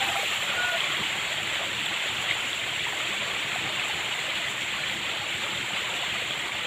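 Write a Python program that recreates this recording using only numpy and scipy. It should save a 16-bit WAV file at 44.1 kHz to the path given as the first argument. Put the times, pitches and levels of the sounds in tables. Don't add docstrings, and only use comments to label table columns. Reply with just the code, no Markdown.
import sys
import numpy as np
from scipy import signal
from scipy.fft import rfft, irfft, next_fast_len
from scipy.io import wavfile
from scipy.ndimage import uniform_filter1d, map_coordinates

SR = 44100
rng = np.random.default_rng(int(sys.argv[2]) if len(sys.argv) > 2 else 0)


def rack_gain(trim_db):
    fader = np.asarray(trim_db, float)
    return 10 ** (fader / 20)


def bounce(signal):
    frames = np.transpose(np.atleast_2d(signal))
    limited = np.clip(frames, -1, 1)
    pcm = np.round(limited * 32767).astype(np.int16)
    wavfile.write(sys.argv[1], SR, pcm)


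N = 293706


def unit(x):
    return x / np.sqrt(np.mean(x ** 2) + 1e-20)


def wobble(rate_hz):
    knots = rng.standard_normal(int(N * rate_hz / SR) + 4)
    return map_coordinates(knots, [np.arange(N) * rate_hz / SR])


def swells(rows, half_width_s):
    s, swing_db = np.transpose(rows)
    coarse_s = np.arange(0, N / SR + .002, .002)
    bumps = np.exp(-((coarse_s - s[:, None]) / half_width_s) ** 2)
    return np.interp(np.arange(N) / SR, coarse_s, swing_db @ bumps)


def coloured(x, points):
    m = next_fast_len(N + 8192)
    spectrum, hz = rfft(x, m), np.fft.rfftfreq(m, 1 / SR)
    own = np.sqrt(np.abs(uniform_filter1d(np.abs(spectrum) ** 2, size=3000))) + 1e-9
    point_hz, level_db = np.transpose(points)
    colour = rack_gain(np.interp(np.log(hz + 1), np.log(point_hz + 1), level_db))
    return unit(irfft(spectrum / own * colour, m)[:N])


def patchy(broad_db, narrow_db):
    x = rng.standard_normal(N + 2048)
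    for depth_db, size, bins, frames in ((broad_db, 256, 4, 6), (narrow_db, 1024, 2, 2)):
        z = signal.stft(x, nperseg=size)[2]
        field = uniform_filter1d(rng.standard_normal(z.shape), bins, axis=0)
        field = uniform_filter1d(field, frames, axis=1)
        x = signal.istft(z * rack_gain(depth_db * unit(field)), nperseg=size)[1]
    return unit(x[:N])


def placed(start_s, sounds):
    size = sounds.shape[1]
    at = np.round(start_s * SR).astype(int)[:, None] + np.arange(size)
    return np.bincount(at.ravel(), sounds.ravel(), N + size)[:N]


def rings(start_s, gain, hz, t60_s, rise, size):
    t = np.arange(size) / SR
    age = t / t60_s[:, None]
    tone = np.sin(2 * np.pi * hz[:, None] * t * (1 + rise * age))
    shape = rack_gain(-60 * age) * (1 - np.exp(-age / 0.1))
    return placed(start_s, gain[:, None] * tone * shape)


def bubbles(count, mid_hz, octaves, cycles, spread_db, size):
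    u = rng.random((count, 2))
    hz = np.clip(mid_hz * 2 ** (octaves * rng.standard_normal(count)), 400, 15000)
    larger = np.minimum(-np.log(1 - u[:, 1]), 3.2)
    density = np.exp((np.log2(hz / mid_hz) / octaves) ** 2 / 8)
    return unit(rings(u[:, 0] * N / SR, rack_gain(spread_db * larger) / density, hz, cycles / hz, 0.08, size))


# time_s, level_db
FLOW_LEVEL = [(0.0, -28), (1.61, -30), (1.87, -29.5), (2.59, -30.5), (3.26, -30), (5.45, -31),
              (6.01, -30.5), (6.66, -31.5)]


def flow_loudness():
    s, level_db = np.transpose(FLOW_LEVEL)
    return np.interp(np.arange(N) / SR, s, level_db)


# centre_s, swing_db
CURRENT_SURGES = [(.033, 2.5), (.145, -1.5), (.343, 1.5), (.392, -2.5), (.705, -1.5), (.813, 0),
                  (3.95, -0.5), (1.227, 0.5), (1.362, -2), (1.559, 2), (1.724, -2), (2.123, -3), (2.31, 4),
                  (2.438, 0), (2.608, -1.5), (2.787, 1), (2.948, -1.5), (3.462, -3), (3.524, 1.5),
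                  (3.659, 2), (4.371, 3.5), (4.549, -2.5), (4.656, -1.5), (5.004, -0.5), (5.435, 3),
                  (5.718, -3.5), (5.771, 3), (6.215, 0.5), (6.322, 1.5), (6.505, -3)]


def current_surges():
    return swells(CURRENT_SURGES, half_width_s=0.018)


# centre_s, swing_db
SPIT_BURSTS = [(.02, 1), (.09, 3), (.93, 0.5), (1.43, 1), (1.8, -2), (2.22, 4), (2.5, 3.5), (3.15, 2),
               (3.89, 3), (4.51, 3), (5.96, 1.5)]


def spitting():
    return swells(SPIT_BURSTS, half_width_s=0.018) + 0.45 * wobble(16) + 0.29 * wobble(25)


# pitch_hz, level_db
BODY_COLOUR = [(240, -24), (400, -4.5), (484, -5.5), (560, -1), (1600, -1), (2080, -16), (3520, -120)]


def body(slow_db, quick_db):
    ringing = bubbles(count=2500, mid_hz=905.3, octaves=0.605, cycles=35.4, spread_db=2.5, size=1400)
    water = patchy(0.55, 1.4) + rack_gain(-10.5) * ringing
    mean_db = slow_db.mean()
    level_db = mean_db - 8.5 + 0.68 * (slow_db - mean_db) + 0.44 * quick_db + 1.02 * wobble(9)
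    return rack_gain(level_db) * coloured(water, BODY_COLOUR)


# pitch_hz, level_db
RUSH_COLOUR = [(760, -30), (1300, -10.5), (1600, -9), (1800, -2.5), (2070, 0), (2600, 0), (3250, 0),
               (3650, -4), (4050, -10), (4450, -14), (4940, -26.5), (5200, -32), (6760, -57), (11400, -120)]


def rush(slow_db, quick_db, flutter_db):
    ringing = bubbles(count=4500, mid_hz=2601, octaves=0.4976, cycles=57.0, spread_db=1.0, size=600)
    water = patchy(0.76, 2.34) + rack_gain(-13) * ringing
    return rack_gain(slow_db - 0.19 + 0.86 * quick_db + flutter_db) * coloured(water, RUSH_COLOUR)


# pitch_hz, level_db
FIZZ_COLOUR = [(3180, -51), (5400, -15.5), (6310, -14), (7040, -2), (7410, 0.5), (9200, -20),
               (12000, -23.5), (20200, -120)]


def fizz(slow_db, quick_db, flutter_db, spit_db):
    ringing = bubbles(count=7000, mid_hz=7070, octaves=0.29, cycles=66, spread_db=5.5, size=300)
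    water = patchy(0.63, 2.4) + rack_gain(-14.0) * ringing
    level_db = slow_db - 14 + 0.38 * quick_db + 0.89 * flutter_db + spit_db + 0.2 * wobble(18)
    return rack_gain(level_db) * coloured(water, FIZZ_COLOUR)


# pitch_hz, level_db
SPRAY_COLOUR = [(3500, -38), (5000, -12), (6200, -0.5), (8800, -4.5), (9700, -3), (10800, -2.5),
                (11500, -7.5), (13000, -5), (14800, -2), (15400, -0.5)]


def spray(slow_db, quick_db, flutter_db, spit_db):
    ringing = bubbles(count=7000, mid_hz=11950, octaves=0.285, cycles=34, spread_db=2.4, size=150)
    water = patchy(.3, 2.7) + rack_gain(-8.5) * ringing
    level_db = slow_db - 20.5 + 0.25 * quick_db + .6 * flutter_db + 0.76 * spit_db + .3 * wobble(12)
    return rack_gain(level_db) * coloured(water, SPRAY_COLOUR)


# pitch_hz, level_db
ROAR_COLOUR = [(15, -70), (25, -45), (34, -43), (57, -9.5), (134, 2.5), (170, -4.5), (205, 0.5), (259, -9),
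               (340, 0.5), (429, -12), (480, -7), (620, -19), (1060, -120)]
# centre_s, swing_db
ROAR_HEAVES = [(.08, 4), (.78, 0), (1.02, 8), (1.17, 1), (1.92, 4), (2.06, -0.5), (2.53, 1.5), (3.45, 4),
               (3.65, 7), (4.45, 2), (4.95, 4), (5.12, 4.5), (5.51, 3), (5.95, 2), (6.12, 5), (6.45, 4)]


def roar(slow_db):
    level_db = slow_db.mean() - 16.5 + swells(ROAR_HEAVES, half_width_s=0.03) + 1.4 * wobble(9)
    return rack_gain(level_db) * coloured(patchy(1.16, 2.8), ROAR_COLOUR)


def stream():
    slow_db, quick_db, spit_db = flow_loudness(), current_surges(), spitting()
    flutter_db = 0.21 * wobble(16) + 0.28 * wobble(40)
    low = body(slow_db, quick_db) + roar(slow_db)
    high = fizz(slow_db, quick_db, flutter_db, spit_db) + spray(slow_db, quick_db, flutter_db, spit_db)
    return low + rush(slow_db, quick_db, flutter_db) + high


# start_s, length_s, pitch_hz, level_db, noise_share
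CROW_PARTIALS = [(.004, .036, 790, -29, .2), (.03, .062, 810, -37, .4), (.082, .038, 695, -35, .4),
                 (.09, .045, 792, -32, .3), (.128, .1, 795, -36, .4), (.143, .036, 692, -33, .4),
                 (0, .12, 1600, -43, .7), (.472, .042, 1450, -39, .4), (.505, .055, 1415, -40, .4),
                 (.558, .175, 1458, -31, .12), (.722, .048, 1438, -38, .4), (.595, .065, 712, -43, .5),
                 (.655, .065, 697, -42, .5), (.712, .075, 678, -36.5, .4)]


def crow():
    t = np.arange(SR) / SR
    waver, swell, rough_a, rough_b = (wobble(rate_hz)[:SR] for rate_hz in (38, 48.7, 131.6, 128.5))
    throb_hz, throb_db, peak_s = 19.5, 3, .597
    throb = rack_gain(throb_db * np.cos(2 * np.pi * throb_hz * (t - peak_s)) + 0.66 * swell)
    start_s, length_s, hz, level_db, noise_share = np.transpose(CROW_PARTIALS)[:, :, None]
    age_s = t - start_s
    edge_s, sag_per_s = .016, .04
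    edges = np.clip(np.minimum(age_s, length_s - age_s) / edge_s, 0, 1)
    shape = np.sin(np.pi / 2 * edges) ** 2
    phase = 2 * np.pi * np.cumsum(hz * (1 - sag_per_s * age_s + 0.003 * waver), axis=1) / SR
    hoarse = rough_a * np.sin(phase) + rough_b * np.cos(phase)
    voice = throb * np.sin(phase) + noise_share * hoarse
    call = np.sum(np.sqrt(2) * rack_gain(level_db) * shape * voice, axis=0)
    return np.pad(call, (0, N - SR))


# pitch_hz, level_db
LEAF_COLOUR = [(3500, -30), (5200, -5), (9000, -5), (12500, -5), (15400, -8), (16500, -30)]


def leaves():
    fall_s = 1.0
    breeze_db = -50.5 - 10 * (np.arange(N) / SR / fall_s) ** 2
    grains = bubbles(count=6000, mid_hz=9500, octaves=.5, cycles=6.6, spread_db=6.0, size=60)
    rustle = patchy(1.5, 1.1) + rack_gain(-2) * grains
    return rack_gain(breeze_db + 1.6 * wobble(22)) * coloured(rustle, LEAF_COLOUR)


# start_s, peak_db
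DROPLETS = [(0.0438, -35), (0.381, -41), (1.1872, -44), (1.2645, -51), (1.4287, -51), (1.5449, -43),
            (1.7978, -37), (1.8602, -36), (2.0896, -38), (3.8836, -42), (5.9534, -41)]


def droplets():
    s, peak_db = np.transpose(DROPLETS)
    t60_s = 0.0063
    decay_db = -60 * np.arange(300) / SR / t60_s
    bursts = rng.standard_normal((len(s), 300)) * rack_gain(peak_db[:, None] + 5 + decay_db)
    bright = signal.butter(3, [8500, 13500], "band", fs=SR, output="sos")
    return signal.sosfilt(bright, placed(s, bursts))


# start_s, peak_db, pitch_hz
GULPS = [(.155, -22, 1110), (.156, -19, 1270), (.19, -24, 494), (0.23, -21, 590), (0.426, -25, 543),
         (0.645, -22, 920), (0.872, -26, 1240), (0.921, -26, 1100), (1.016, -22, 1046), (1.326, -29, 660),
         (1.532, -26, 1320), (2.002, -28, 915), (2.243, -26, 1330), (2.866, -22.5, 925),
         (2.931, -23.5, 740), (3.003, -23, 1350), (3.516, -23, 1330), (3.557, -20.5, 707),
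         (3.125, -23.5, 1080), (3.896, -21.5, 820), (4.24, -25.5, 590), (4.281, -24, 523),
         (4.738, -24, 1090), (4.768, -24, 1070), (5.092, -24, 1310), (5.705, -26, 860), (5.89, -26, 890),
         (6.154, -26, 634), (6.219, -23.5, 490), (6.305, -26, 633)]


def gulps():
    s, peak_db, hz = np.transpose(GULPS)
    t60_s = np.full(len(s), .032)
    return rings(s, rack_gain(peak_db + 2.5), hz, t60_s, rise=0.11, size=3000)


# start_s, peak_db, pitch_hz
SPLASHES = [(0.8057, -5, 3270), (0.841, -10, 2340), (0.969, -11.5, 3300), (1.066, -12, 3000),
            (1.4301, -11, 2880), (1.474, -14, 2100), (1.7914, -11, 2700), (1.862, -8.5, 3380),
            (2.181, -13, 2500), (2.3101, -4.5, 2070), (2.312, -11, 3100), (2.322, -14, 2300),
            (2.5304, -8, 3270), (3.0724, -11, 2500), (3.7963, -9, 2570), (3.908, -14, 2060),
            (4.0587, -13, 3370), (4.2995, -12, 3120), (4.4827, -12, 2000), (4.8379, -11, 2280),
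            (5.576, -12.5, 3140), (5.6274, -15, 2090), (5.7319, -17, 2070), (5.9397, -12, 2460),
            (6.024, -11, 2930), (6.307, -22, 1550), (6.3081, -9.5, 3250), (6.5195, -14, 2220),
            (6.6353, -14, 2830)]


def splashes():
    s, peak_db, hz = np.transpose(SPLASHES)
    cycles = 26.6
    return rings(s, rack_gain(peak_db - 0.1), hz, cycles / hz, rise=0.037, size=1500)


def scene():
    return (stream() + crow() + leaves() + droplets() + gulps() + splashes())[None]


def roll_off(x):
    return signal.sosfilt(signal.butter(12, 16670, fs=SR, output="sos"), x)


def record(dry):
    top_hz = 15478
    kept = irfft(rfft(dry) * (np.fft.rfftfreq(N, 1 / SR) < top_hz), N)
    return roll_off(kept)


dry = scene()
out = record(dry)
bounce(out)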